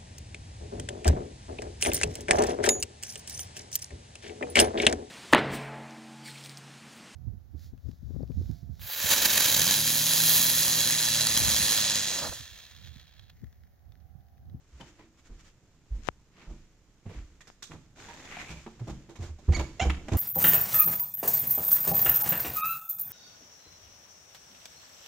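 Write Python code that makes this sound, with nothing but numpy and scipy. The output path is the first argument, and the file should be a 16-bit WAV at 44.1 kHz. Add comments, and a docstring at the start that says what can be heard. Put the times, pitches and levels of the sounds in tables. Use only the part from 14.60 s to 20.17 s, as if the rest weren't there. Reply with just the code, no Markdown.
"""Soft footfalls cross a carpeted landing and go down a boxed-in wooden staircase: each load swings the floor
at a low mode and excites timber modes, joists and frame, more strongly on the treads.
Boards and hand knock (impulses and dying noise through resonances); joints squeak by stick and slip.
Cloth rustles and soles drag (enveloped noise), a palm slides along the wall (noise through a gliding resonance),
and filtered impulses tick at the left microphone port. Decaying noise echoes the knocks and squeaks; still air hisses."""
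import sys
import numpy as np
from scipy import signal
from scipy.fft import rfft, irfft, next_fast_len
from scipy.io import wavfile

SR = 44100
rng = np.random.default_rng(int(sys.argv[2]) if len(sys.argv) > 2 else 0)


def store_wav(level_fs):
    """Save 16-bit WAV to argv[1]."""
    pcm = np.round(np.clip(np.atleast_2d(level_fs), -1, 1) * 32767)
    wavfile.write(sys.argv[1], SR, pcm.T.astype(np.int16))


N = 245637
T = np.arange(N) / SR

# All spectra are relative: columns f/Hz, level/dB. Source levels precede the gains of their layer.
# Still air of the house
AIR_SPECTRUM = [(20, 0.5), (43, 2.5), (154, -6), (222, -17.5), (319, -15.5), (660, -20), (2080, -30.5),
                (4420, -33.5), (7110, -29), (9200, -45.5), (15000, -45)]
AIR_DB = -63.5
# Diffuse field at the two ports: f/Hz, side over mid level/dB
SIDE_OVER_MID = [(60, -11.5), (250, -19.5), (500, -14.5), (1000, -11), (2000, -3), (5000, 0)]
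# Spectral balance of the ports: f/Hz, left over right level/dB
LEFT_OVER_RIGHT = [(60, -2), (700, -2), (1800, 1), (3500, 0.5), (7000, -5), (14000, -2.5)]

# Steps: first touch t/s, boom level/dB, boom f/Hz, swell time t/s, timber level/dB;
# then full weight: delay t/s, boom level/dB, boom f/Hz, timber level/dB; then cloth swish level/dB
STEPS = [(0.12, -44, 62, 0.031, -66, 0.078, -57.5, 70.5, -50.5, -61),
         (.688, -40.5, 37.3, 0.028, -52.5, 0.036, -61, 49.7, -62, -65.5),
         (1.303, -25.5, 49.7, 0.029, -57.5, 0.045, -58, 50.6, -57, -64.5),
         (1.868, -36, 40.3, 0.026, -50, 0.029, -49, 52.7, -51.5, -63),
         (2.452, -36.5, 96.3, .022, -43, .09, -35.5, 51.9, -54.5, -61.5),
         (3.09, -52.5, 99, 0.035, -51, 0.042, -58, 70.5, -47, -65),
         (3.889, -44.5, 62, 0.037, -44, 0.066, -50, 70.4, -53, -55.5),
         (4.202, -31, 118, .021, -43.5, 0.07, -38, 61.5, -39.5, -59),
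         (4.582, -31, 88.6, 0.031, -44.5, .1, -34, 75.7, -53, -65.5),
         (4.879, -12, 73.8, .02, -31.5, .08, -24.5, 70.8, -36.5, -52.5),
         (5.209, -23.5, 78, 0.019, -32, 0.039, -19, 69.7, -35.5, -54),
         (5.513, -21, 79.2, 0.015, -30.5, .019, -16, 77, -29, -52)]
# Modes of the treads: f/Hz, level/dB, t60 t/s
TREAD_MODES = [(133.4, 6, 0.39), (161.7, 4.5, 0.36), (186.2, 2.5, 0.32), (227.6, 4, 0.27),
               (301.2, -0.5, 0.45), (325, -1.5, 0.61), (348, -4.5, 0.46), (385, -11.5, 0.38),
               (477, -9, 0.53), (594, -11, 0.23), (700, -15.5, 0.2)]
# Neighbouring joists driven by the floor's swing: f/Hz, level/dB, t60 t/s
JOIST_MODES = [(67.6, -51, 0.68), (96, -50.5, .6), (129.2, -41, .5)]
# House frame rumbling on after a step
FRAME_SPECTRUM = [(10, -14), (24, 11), (45, 3), (75, 0), (135, -12), (200, -17), (400, -30.5),
                  (1200, -62.5)]
WEIGHT_SWELL_CYCLES = 2.23  # floor swings while the full weight builds up
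WAVER_RAD, WAVER_PER_S = 0.5, 70  # phase spread and changes per s as the foot rolls

# Dull brushing of cloth, also the colour of soft thuds and the drumming wall
BRUSH_SPECTRUM = [(60, 2), (170, 0.5), (320, -2.5), (600, -16), (1000, -23.5), (3000, -47.5), (9000, -66)]
# Bright swish of cloth
SWISH_SPECTRUM = [(300, -0.5), (800, -2.5), (1400, 3), (2200, 1.5), (4500, -4.5), (7000, -2), (8500, -14),
                  (10500, -24), (15000, -25)]
# Swishes of trouser legs and sleeves: peak t/s, level/dB, half length t/s
SWISHES = [(0.285, -64, 0.019), (0.593, -67, 0.017), (0.666, -63, 0.017), (0.804, -62.5, 0.013),
           (0.872, -62.5, 0.033), (3.914, -50.5, 0.018), (4.643, -53.5, 0.044)]
# Cloth moves with each stride: loudest just after the weight arrives, never quite still
STRIDE_LAG_S, STRIDE_RISE_DB_PER_S, STRIDE_FALL_DB_PER_S = 0.018, 82, 46.5
BRUSH_OVER_TIMBER_DB, BRUSH_REST_DB, SWISH_REST_DB = -9, -67, -74

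# Knocks of boards and hand: t/s, wood level/dB, crack level/dB, scuff level/dB, left over right level/dB,
# tone f/Hz, tone level/dB, contact t60 t/s (wood and scuff stretch it)
KNOCKS = [(0.2, -39, -58, -72, 3, 850, -50, .07), (0.211, -41.5, -62, -70, 2, 225, -43, .07),
          (0.392, -43, -57, -76, 1, 1000, -52, .08), (2.461, -51, -59, -78, -6, 230, -50, .1),
          (2.492, -46, -58, -70, -4, 470, -46, .14), (2.807, -53, -52, -52, -3, 1820, -50, 0.074),
          (2.872, -48, -50.5, -53.5, -3, 5200, -52.5, 0.087),
          (3.024, -45, -42, -34.5, -2.5, 3500, -45, 0.064), (3.111, -42, -50.5, -55.5, -3, 1150, -51, .11),
          (3.485, -39, -46, -58, -4, 950, -45, .14), (3.769, -37, -43, -65, 6, 734, -33, 0.019),
          (4.064, -27.5, -47, -73, 1, 382, -44, 0.056), (4.195, -40, -55, -57.5, 0, 720, -53, .06),
          (4.276, -41, -59, -60, -2, 736, -45, .06), (4.296, -35.5, -49, -48.5, -3, 309, -37.5, 0.065),
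          (4.491, -41.5, -58.5, -57, -2.5, 330, -44.5, 0.15),
          (4.556, -41, -54.5, -54, -5.5, 2150, -55, .07), (4.622, -37.5, -56, -52, -5, 330, -39.5, .12),
          (4.786, -44.5, -73, -61.5, -7, 594, -56, 0.071), (4.968, -37, -49, -49, -6, 700, -37.5, 0.047),
          (4.994, -21, -35, -42, -4.5, 1010, -32, 0.054), (5.008, -26, -48, -62, 2, 334, -31.5, 0.067),
          (5.25, -32, -54, -62, -1, 476, -32.5, .09), (5.298, -27, -33.5, -52, -1, 1940, -33.5, 0.026),
          (5.302, -24.5, -28, -47, -1.5, 2530, -34.5, 0.038), (5.484, -23, -37.5, -48, -4, 900, -38, .04),
          (5.519, -26.5, -40.5, -43.5, -4, 322, -31.5, 0.064)]
# Wooden body of a contact
WOOD_SPECTRUM = [(100, -9.5), (230, 0), (340, 0.5), (520, -3.5), (800, -0.5), (1100, -6), (1800, -20),
                 (5000, -90)]
# Hard crack of a contact
CRACK_SPECTRUM = [(300, -37), (800, -12.5), (1150, 2), (1600, 4), (2200, 2), (3100, -4.5), (4500, -15),
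                  (9000, -33.5), (15000, -50)]
# Scuffing of a contact
SCUFF_SPECTRUM = [(1200, -25.5), (2600, -6.5), (3500, 1), (4800, -5), (6000, -2), (7000, -1), (8300, -12.5),
                  (10500, -23.5), (15000, -23.5)]
# Board knocks under a step: levels over the full weight's timber level, and left over right
STEP_WOOD_DB, STEP_CRACK_DB, STEP_SCUFF_DB, STEP_PAN_DB = 4.5, -20, -17, -1
STEP_TONE_HZ, STEP_TONE_DB, STEP_CONTACT_S = 275, -7, 0.081
TONE_CYCLES = 26  # t60 of the struck spot, in cycles of its tone
EARLY_T60_S, STAIRWELL_T60_S = 0.29, 0.6

# Rubbing joints: part, t/s, length t/s, first slip f/Hz, last slip f/Hz, level/dB, roughness (0-1),
# left over right level/dB
SQUEAKS = [("riser", 0.208, 0.012, 3300, 2950, -44, 0.65, 9),
           ("riser", 4.918, 0.036, 760, 780, -38, 0.51, -4),
           ("nail", 4.92, 0.015, 2380, 2100, -38.5, 0.57, -8),
           ("nail", 4.929, 0.0206, 1680, 2250, -36.5, 0.55, -8),
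           ("nail", 4.943, 0.028, 2290, 2200, -29, .14, -10),
           ("nail", 4.96, .018, 2150, 1780, -33, 0.6, -8),
           ("nail", 4.973, 0.016, 2300, 2100, -40.5, .65, -8),
           ("tread", 5.195, .021, 672, 716, -20.5, .16, -5),
           ("tread", 5.207, .044, 745, 798, -24.5, .31, -2)]
# Radiation of each squeaking part: for each part name, f/Hz, level/dB
PART_SPECTRA = {"tread": [(760, 0.5), (1400, -16), (2050, -5.5), (2300, -7.5), (2800, -4.5), (3100, -8.5),
                (3600, -20), (4100, -20), (4700, -38), (5500, -16), (6200, -22), (6850, -13), (7600, -32),
                (9000, -43), (15000, -58)], "riser": [(800, 1), (1600, -15), (2400, -9), (3200, -18),
                (6500, -40), (15000, -68)], "nail": [(2200, 0.5), (4450, -6), (6750, -10), (9000, -30),
                (15000, -48)]}
SQUEAK_ATTACK_S, SQUEAK_RELEASE_SHARE, SQUEAK_EDGE_ROUGH = 0.008, 0.57, 0.17

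# Soles dragging as the walker turns: peak t/s, carpet pile level/dB, boards level/dB, half length t/s
DRAGS = [(0.25, -67, -57, 0.053), (0.42, -64, -58, .045), (1.816, -59, -56, 0.064),
         (2.559, -58, -55.5, 0.061)]
# Sole friction
SOLE_SPECTRUM = [(250, -7), (900, -0.5), (1500, -1), (2200, 0.5), (3500, -8), (7000, -15), (10000, -34)]

# Ticks at the left port: t/s, impulse level/dB
PORT_TICKS = [(1.4752, -19.5), (1.4875, 5.5), (2.9011, -22)]
# Colour of a tick
TICK_SPECTRUM = [(25, -27), (100, 1), (240, -1), (480, 1.5), (750, 1.5), (1360, -1), (1920, -7),
                 (2720, -11), (3840, -20), (5400, -29.5), (7700, -29), (11000, -48), (15000, -53)]

# Rasp of skin on paint
RASP_SPECTRUM = [(600, -19), (1100, -2), (1500, 0.5), (2000, 0.5), (2450, 0.5), (3200, -8), (5000, -22),
                 (10000, -55)]
# Resonance of the hollow palm, generally higher as the hand flattens: t/s, f/Hz
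PALM_RESONANCE = [(3.4, 1440), (3.6, 1800), (3.74, 2020), (3.77, 2350), (3.83, 1950), (3.87, 2300),
                  (3.93, 2400)]
SLIDE_START_S, SLIDE_ATTACK_S, SLIDE_LIFT_S, SLIDE_RELEASE_S = 3.35, 0.054, 3.94, 0.045
RUB_DB, HISS_DB, RASP_DB, DRUM_DB = -55.5, -57.5, -61, -55.5
PRESS_S, PRESS_HALF_S, PRESS_DB = 3.765, 0.092, 12.5
PALM_WIDTH_HZ, PALM_RING_DB, PALM_PRESS_DB = 190, -61, 11
PALM_FLAT_S, PALM_FLATTEN_S = 3.67, 0.045
CATCHES_PER_S, CATCH_DB = 220, -60

CUTOFF_HZ = 15200


def from_db(db):
    """Logarithmic level: 20 dB is a tenfold amplitude."""
    return 10 ** (np.asarray(db) / 20)


def rms_one(x):
    """Power normalization: the rms becomes 1."""
    return x / np.sqrt(np.mean(x ** 2) + 1e-20)


def at_hz(points, hz):
    """Spectral interpolation along a logarithmic frequency axis."""
    f, value = np.transpose(points)
    return np.interp(np.log(np.maximum(hz, 1)), np.log(f), value)


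def colour(x, points, keep_power=True):
    """Minimum-phase filtering: folding the cepstrum makes the response causal; white noise may keep its power."""
    size = next_fast_len(N + SR // 2) // 2 * 2
    gain = from_db(at_hz(points, np.arange(size // 2 + 1) * SR / size))
    if keep_power:
        gain = rms_one(gain)
    cepstrum = irfft(np.log(gain))
    cepstrum[1:size // 2] *= 2
    cepstrum[size // 2 + 1:] = 0
    response = np.exp(rfft(cepstrum))
    return irfft(rfft(x, size) * response)[..., :N]


def drift(rate):
    """Random modulation: interpolated chance values, rate per second, with a spread of 1."""
    knots = rng.standard_normal(N // 20)
    return rms_one(np.interp(T * rate, np.arange(len(knots)), knots))


def diffuse(grain_db):
    """Diffuse-field coherence: grainy noise is mostly shared in the bass and unrelated in the high treble."""
    mid, side = rng.standard_normal((2, N))
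    side = colour(side, SIDE_OVER_MID, keep_power=False)
    grain = rms_one(from_db(grain_db * drift(700)))
    return np.array([mid + side, mid - side]) * grain


def sides(pan_db):
    """Level panning: the left-over-right difference is split between the ports."""
    return from_db([[pan_db / 2], [-pan_db / 2]])


def ring(force, hz, t60):
    """Modal resonance: a damped two-pole oscillator that keeps the power of white noise."""
    r, w = from_db(-60 / (t60 * SR)), 2 * np.pi * hz / SR
    b = np.sqrt((1 - r * r) / 2) * np.array([1, 0, -1])
    return signal.lfilter(b, [1, -2 * r * np.cos(w), r * r], force)


def air():
    """Background noise: a steady diffuse field with the spectrum of still air in the house."""
    return from_db(AIR_DB) * colour(diffuse(grain_db=2.0), AIR_SPECTRUM)


def clothes(brush_db=-1, swish_db=-2):
    """Sliding friction: cloth and soles brush with every stride and swish where they pass each other."""
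    brush, swish = from_db(BRUSH_REST_DB), from_db(SWISH_REST_DB)
    for s, *_, delay_s, db, hz, timber_db, cloth_db in STEPS:
        age = T - s - delay_s - STRIDE_LAG_S
        stride = from_db(np.minimum(STRIDE_RISE_DB_PER_S * age, -STRIDE_FALL_DB_PER_S * age))
        brush = np.maximum(brush, from_db(timber_db + BRUSH_OVER_TIMBER_DB) * stride)
        swish = np.maximum(swish, from_db(cloth_db) * stride)
    for s, db, half_s in SWISHES:
        swish = swish + from_db(db) * np.exp(-((T - s) / half_s) ** 2)
    dull = colour(brush * diffuse(grain_db=-4), BRUSH_SPECTRUM)
    bright = colour(swish * diffuse(grain_db=1.0), SWISH_SPECTRUM)
    return from_db(brush_db) * dull + from_db(swish_db) * bright


def timber(force, damped_hz=1300, uneven_db=4.0):
    """Modal superposition: modes vary in drive as the feet move to new spots; carpet damps the treble."""
    strengths = from_db([db for hz, db, t60 in TREAD_MODES])
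    modes = 0
    for strength, (hz, db, t60) in zip(strengths, TREAD_MODES):
        drive = force * rms_one(from_db(uneven_db * drift(10)))
        modes = modes + strength * ring(drive, hz, t60)
    damping = signal.butter(2, damped_hz, fs=SR, output="sos")
    return signal.sosfilt(damping, modes) / np.linalg.norm(strengths)


def swell(age):
    """Cushioned impulse: the push rises to 1 at age 1 and dies away."""
    return (age * np.exp(1 - np.minimum(age, 60))) ** 2


def loads():
    """Successive loading by first touch and full weight: t/s, boom level/dB, f/Hz, swell t/s, timber level/dB."""
    touches = [step[:5] for step in STEPS]
    weights = [(s + delay_s, db, hz, WEIGHT_SWELL_CYCLES / hz, timber_db)
               for s, *_, delay_s, db, hz, timber_db, cloth_db in STEPS]
    return touches + weights


def footfalls(shake_share=0.53, thud_db=-3, rumble_db=-19, rumble_lasts=1.83, frame_hz=60, stiffening=0.59):
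    """Forced vibration: a cushioned load swings the floor at a low mode and shakes timber, joists and frame."""
    boom, load, frame = np.zeros((3, N))
    waver = WAVER_RAD * drift(WAVER_PER_S)
    for s, db, hz, swell_s, timber_db in loads():
        at = slice(int(s * SR), min(int((s + 1) * SR), N))
        age = T[:at.stop - at.start]
        swing = from_db(db) * swell(age / swell_s)
        phase = 2 * np.pi * hz * age + waver[at] * np.minimum(age / swell_s, 1)
        octave = stiffening * swing * np.sin(2 * phase)  # grows with wide swings
        boom[at] -= swing * (np.sin(phase) + octave)
        load[at] += from_db(timber_db) * swell(age / (shake_share * swell_s))
        reach = frame_hz / hz  # deep booms reach the frame best
        frame[at] += from_db(db) * reach * np.sqrt(swell(age / (rumble_lasts * swell_s)))
    thud = from_db(thud_db) * colour(load * diffuse(grain_db=-0.5), BRUSH_SPECTRUM)
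    rumble = from_db(rumble_db) * colour(frame * rng.standard_normal(N), FRAME_SPECTRUM)
    # the tiny offset keeps the filters out of denormal numbers
    joists = sum(from_db(db) * ring(boom + 1e-18, hz, t60) for hz, db, t60 in JOIST_MODES)
    return boom + joists + timber(load * diffuse(grain_db=1)) + thud + rumble


def step_knocks():
    """Load transfer: the board under each foot knocks as it takes the full weight; rows as in KNOCKS."""
    return [(s + delay_s, timber_db + STEP_WOOD_DB, timber_db + STEP_CRACK_DB, timber_db + STEP_SCUFF_DB,
             STEP_PAN_DB, STEP_TONE_HZ, timber_db + STEP_TONE_DB, STEP_CONTACT_S)
            for s, *_, delay_s, db, hz, timber_db, cloth_db in STEPS]


def knocks(wood_db=-10, crack_db=-1, scuff_db=-2, tone_db=-1, ring_db=-13, strike_db=15,
           wood_lasts=1.33, scuff_lasts=1.23, rise_share=0.036):
    """Impact excitation: a strike and a dying flurry of slips ring the struck spot; long contacts start softly."""
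    wood, crack, scuff, tones = np.zeros((4, 2, N))
    wood_slips, crack_slips, scuff_slips = [diffuse(grain_db=2.5) for _ in range(3)]
    for s, wood_level, crack_level, scuff_level, pan, hz, tone_level, t60_s in KNOCKS + step_knocks():
        at = slice(int(s * SR), min(int((s + 0.5) * SR), N))
        age = T[:at.stop - at.start]
        strike = from_db(strike_db) * (age == 0)
        onset = 1 - np.exp(-age / (rise_share * t60_s))
        fade_db = -60 * age / t60_s
        wood_flurry = onset * from_db(fade_db / wood_lasts) * wood_slips[:, at]
        scuff_flurry = onset * from_db(fade_db / scuff_lasts) * scuff_slips[:, at]
        force = sides(pan) * (strike + onset * from_db(fade_db) * crack_slips[:, at])
        wood[:, at] += from_db(wood_level) * (strike + wood_flurry)  # the wooden body is not panned
        crack[:, at] += from_db(crack_level) * force
        tones[:, at] += from_db(tone_level) * ring(force + 1e-18, hz, TONE_CYCLES / hz)
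        scuff[:, at] += sides(pan) * from_db(scuff_level) * scuff_flurry
    body = from_db(wood_db) * colour(wood, WOOD_SPECTRUM)
    ringing = from_db(ring_db) * timber(wood) + from_db(tone_db) * tones
    cracks = from_db(crack_db) * colour(crack, CRACK_SPECTRUM)
    scuffs = from_db(scuff_db) * colour(scuff, SCUFF_SPECTRUM)
    return body + ringing + cracks + scuffs


def stairwell(x, first_echo_s=0.0013, late_db=-11):
    """Reverberation: close plaster walls return early echoes, and the tall shaft rings on faintly."""
    early = from_db(-60 * T / EARLY_T60_S)
    late = from_db(late_db) * from_db(-60 * T / STAIRWELL_T60_S)
    tail = diffuse(grain_db=-5.0) * (early + late) * (T > first_echo_s)
    tail = tail[:, :SR // 2]
    tail /= np.linalg.norm(tail, axis=1, keepdims=True)
    return signal.fftconvolve(x, tail, axes=1)[:, :N]


def squeak(row, friction, count=12):
    """Stick-slip oscillation: rough slipping blurs the pitch, and each overtone flutters on its own."""
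    part, s, length_s, first_hz, last_hz, db, roughness, pan_db = row
    on = (T > s) & (T < s + length_s)
    age = T[on] - s
    catch = np.minimum(age / SQUEAK_ATTACK_S, 1)
    release = np.minimum((1 - age / length_s) / SQUEAK_RELEASE_SHARE, 1)
    grip = catch * release
    rough = np.clip(roughness + SQUEAK_EDGE_ROUGH * (1 - grip), 0, 1)  # rougher where the grip is weak
    hz = first_hz + (last_hz - first_hz) * age / length_s
    jitter = rough * (0.08 * drift(1500) + 0.015 * drift(250))[on]
    pitch = hz * (1 + jitter)
    phase = 2 * np.pi * np.cumsum(pitch) / SR
    k = np.arange(1, count + 1)[:, None]  # harmonic numbers
    knots = rng.standard_normal((count, 64))
    flutter_db = 2.5 * np.array([np.interp(age * 250, np.arange(len(knot)), knot) for knot in knots])
    strengths = from_db(at_hz(PART_SPECTRA[part], k * hz) + flutter_db) * (k * pitch < CUTOFF_HZ)
    overtones = np.sum(strengths * np.sin(k * phase), axis=0)
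    tone = np.sqrt(2) * overtones / np.linalg.norm(strengths, axis=0)
    rasp = friction[on] * rms_one(1 + np.cos(phase))  # a puff of noise with every slip
    grit = 0.8 * rough
    stutter = from_db(6 * rough * drift(500)[on])
    out = np.zeros(N)
    out[on] = (np.sqrt(1 - grit ** 2) * tone + grit * rasp) * from_db(db) * grip * stutter
    return out * sides(pan_db)


def soles():
    """Friction-induced vibration: a sole scuffs over the carpet pile and the boards rumble under it."""
    pile, boards = np.zeros((2, N))
    for s, pile_db, boards_db, half_s in DRAGS:
        drag = np.exp(-((T - s) / half_s) ** 2)
        pile += from_db(pile_db) * drag
        boards += from_db(boards_db) * drag
    scuffs = colour(pile * diffuse(grain_db=2.0), SOLE_SPECTRUM)
    return scuffs + timber((boards + 1e-18) * diffuse(grain_db=2.5))


def port_ticks(rub_db=-42, rub_s=0.029, rub_grain_db=4):
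    """Impulse response: each tick is a filtered pressure dip; a gritty rub leads into the loudest."""
    dips = -sum(from_db(db) * (np.arange(N) == int(s * SR)) for s, db in PORT_TICKS)
    loudest_s = max(PORT_TICKS, key=lambda tick: tick[1])[0]
    approach = np.exp(-np.abs(T - loudest_s) / rub_s) * (T < loudest_s)
    rub = from_db(rub_db) * approach * rms_one(diffuse(rub_grain_db)[0])
    left = colour(dips, TICK_SPECTRUM) + colour(rub, SWISH_SPECTRUM)
    return np.array([left, np.zeros(N)])


def moving_ring(force, hz, width_hz, size=128):
    """Time-varying resonance: the centre glides block by block, and white noise keeps its power."""
    out, state = np.zeros((2, N)), np.zeros((2, 2))
    r = np.exp(-np.pi * width_hz / SR)
    b = np.sqrt((1 - r * r) / 2) * np.array([1, 0, -1])
    for i in range(0, N, size):
        a = [1, -2 * r * np.cos(2 * np.pi * hz[i] / SR), r * r]
        out[:, i:i + size], state = signal.lfilter(b, a, force[:, i:i + size] + 1e-18, zi=state)
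    return out


def palm_on_wall(catch_db=1.5, scratch_db=2.0):
    """Dry friction and cavity resonance: skin catches on painted grain, and the palm's hollow colours the rasp."""
    attack = np.clip((T - SLIDE_START_S) / SLIDE_ATTACK_S, 0, 1)
    lift = np.exp(-np.maximum(T - SLIDE_LIFT_S, 0) / SLIDE_RELEASE_S)
    stroke = attack * lift * from_db(catch_db * drift(50))
    press = np.exp(-((T - PRESS_S) / PRESS_HALF_S) ** 2)
    rasp = stroke * from_db(PRESS_DB * press + scratch_db * drift(350))  # fine ridges in the paint
    parts = [(stroke, RUB_DB, WOOD_SPECTRUM), (rasp, RASP_DB, RASP_SPECTRUM),
             (stroke, HISS_DB, SCUFF_SPECTRUM), (stroke, DRUM_DB, BRUSH_SPECTRUM)]  # the hollow wall drums
    rubbing = sum(from_db(db) * colour(gain * diffuse(grain_db=1.5), spectrum) for gain, db, spectrum in parts)
    catches = rms_one((rng.random(N) < CATCHES_PER_S / SR) * diffuse(grain_db=0.0))
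    crackle = from_db(CATCH_DB) * colour(stroke * (1 + press) * catches, RASP_SPECTRUM)
    flat = np.clip((T - PALM_FLAT_S) / PALM_FLATTEN_S, 0, 1)
    friction = rms_one(catches + diffuse(grain_db=1.0))
    drive = stroke * from_db(PALM_RING_DB + PALM_PRESS_DB * flat) * friction
    palm_hz = np.interp(T, *np.transpose(PALM_RESONANCE))
    return rubbing + crackle + moving_ring(drive, palm_hz, PALM_WIDTH_HZ)


def scene(knock_room_db=-6, squeak_db=-3.5, squeak_room_db=-6):
    """Superposition: the sources add, knocks and squeaks reverberate, and each port has its own balance."""
    contacts = knocks()
    friction = colour(rng.standard_normal(N), SOLE_SPECTRUM)  # takes over when slipping turns rough
    squeaks = from_db(squeak_db) * sum(squeak(row, friction) for row in SQUEAKS)
    room = stairwell(from_db(knock_room_db) * contacts + from_db(squeak_room_db) * squeaks)
    sound = air() + clothes() + footfalls() + contacts + room + squeaks + soles() + palm_on_wall()
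    ports = []
    for x, sign in zip(sound, (1, -1)):
        balance = [(hz, sign * db / 2) for hz, db in LEFT_OVER_RIGHT]
        ports.append(colour(x, balance, keep_power=False))
    return np.array(ports) + port_ticks()


def record(dry):
    """Band limitation: an elliptic low-pass cuts the top steeply; the last 3 ms fade out."""
    dry = dry * np.minimum((T[-1] - T) / 0.003, 1)
    low_pass = signal.ellip(10, 0.1, 80, CUTOFF_HZ, fs=SR, output="sos")
    return signal.sosfilt(low_pass, dry)


dry = scene()
out = record(dry)
store_wav(out)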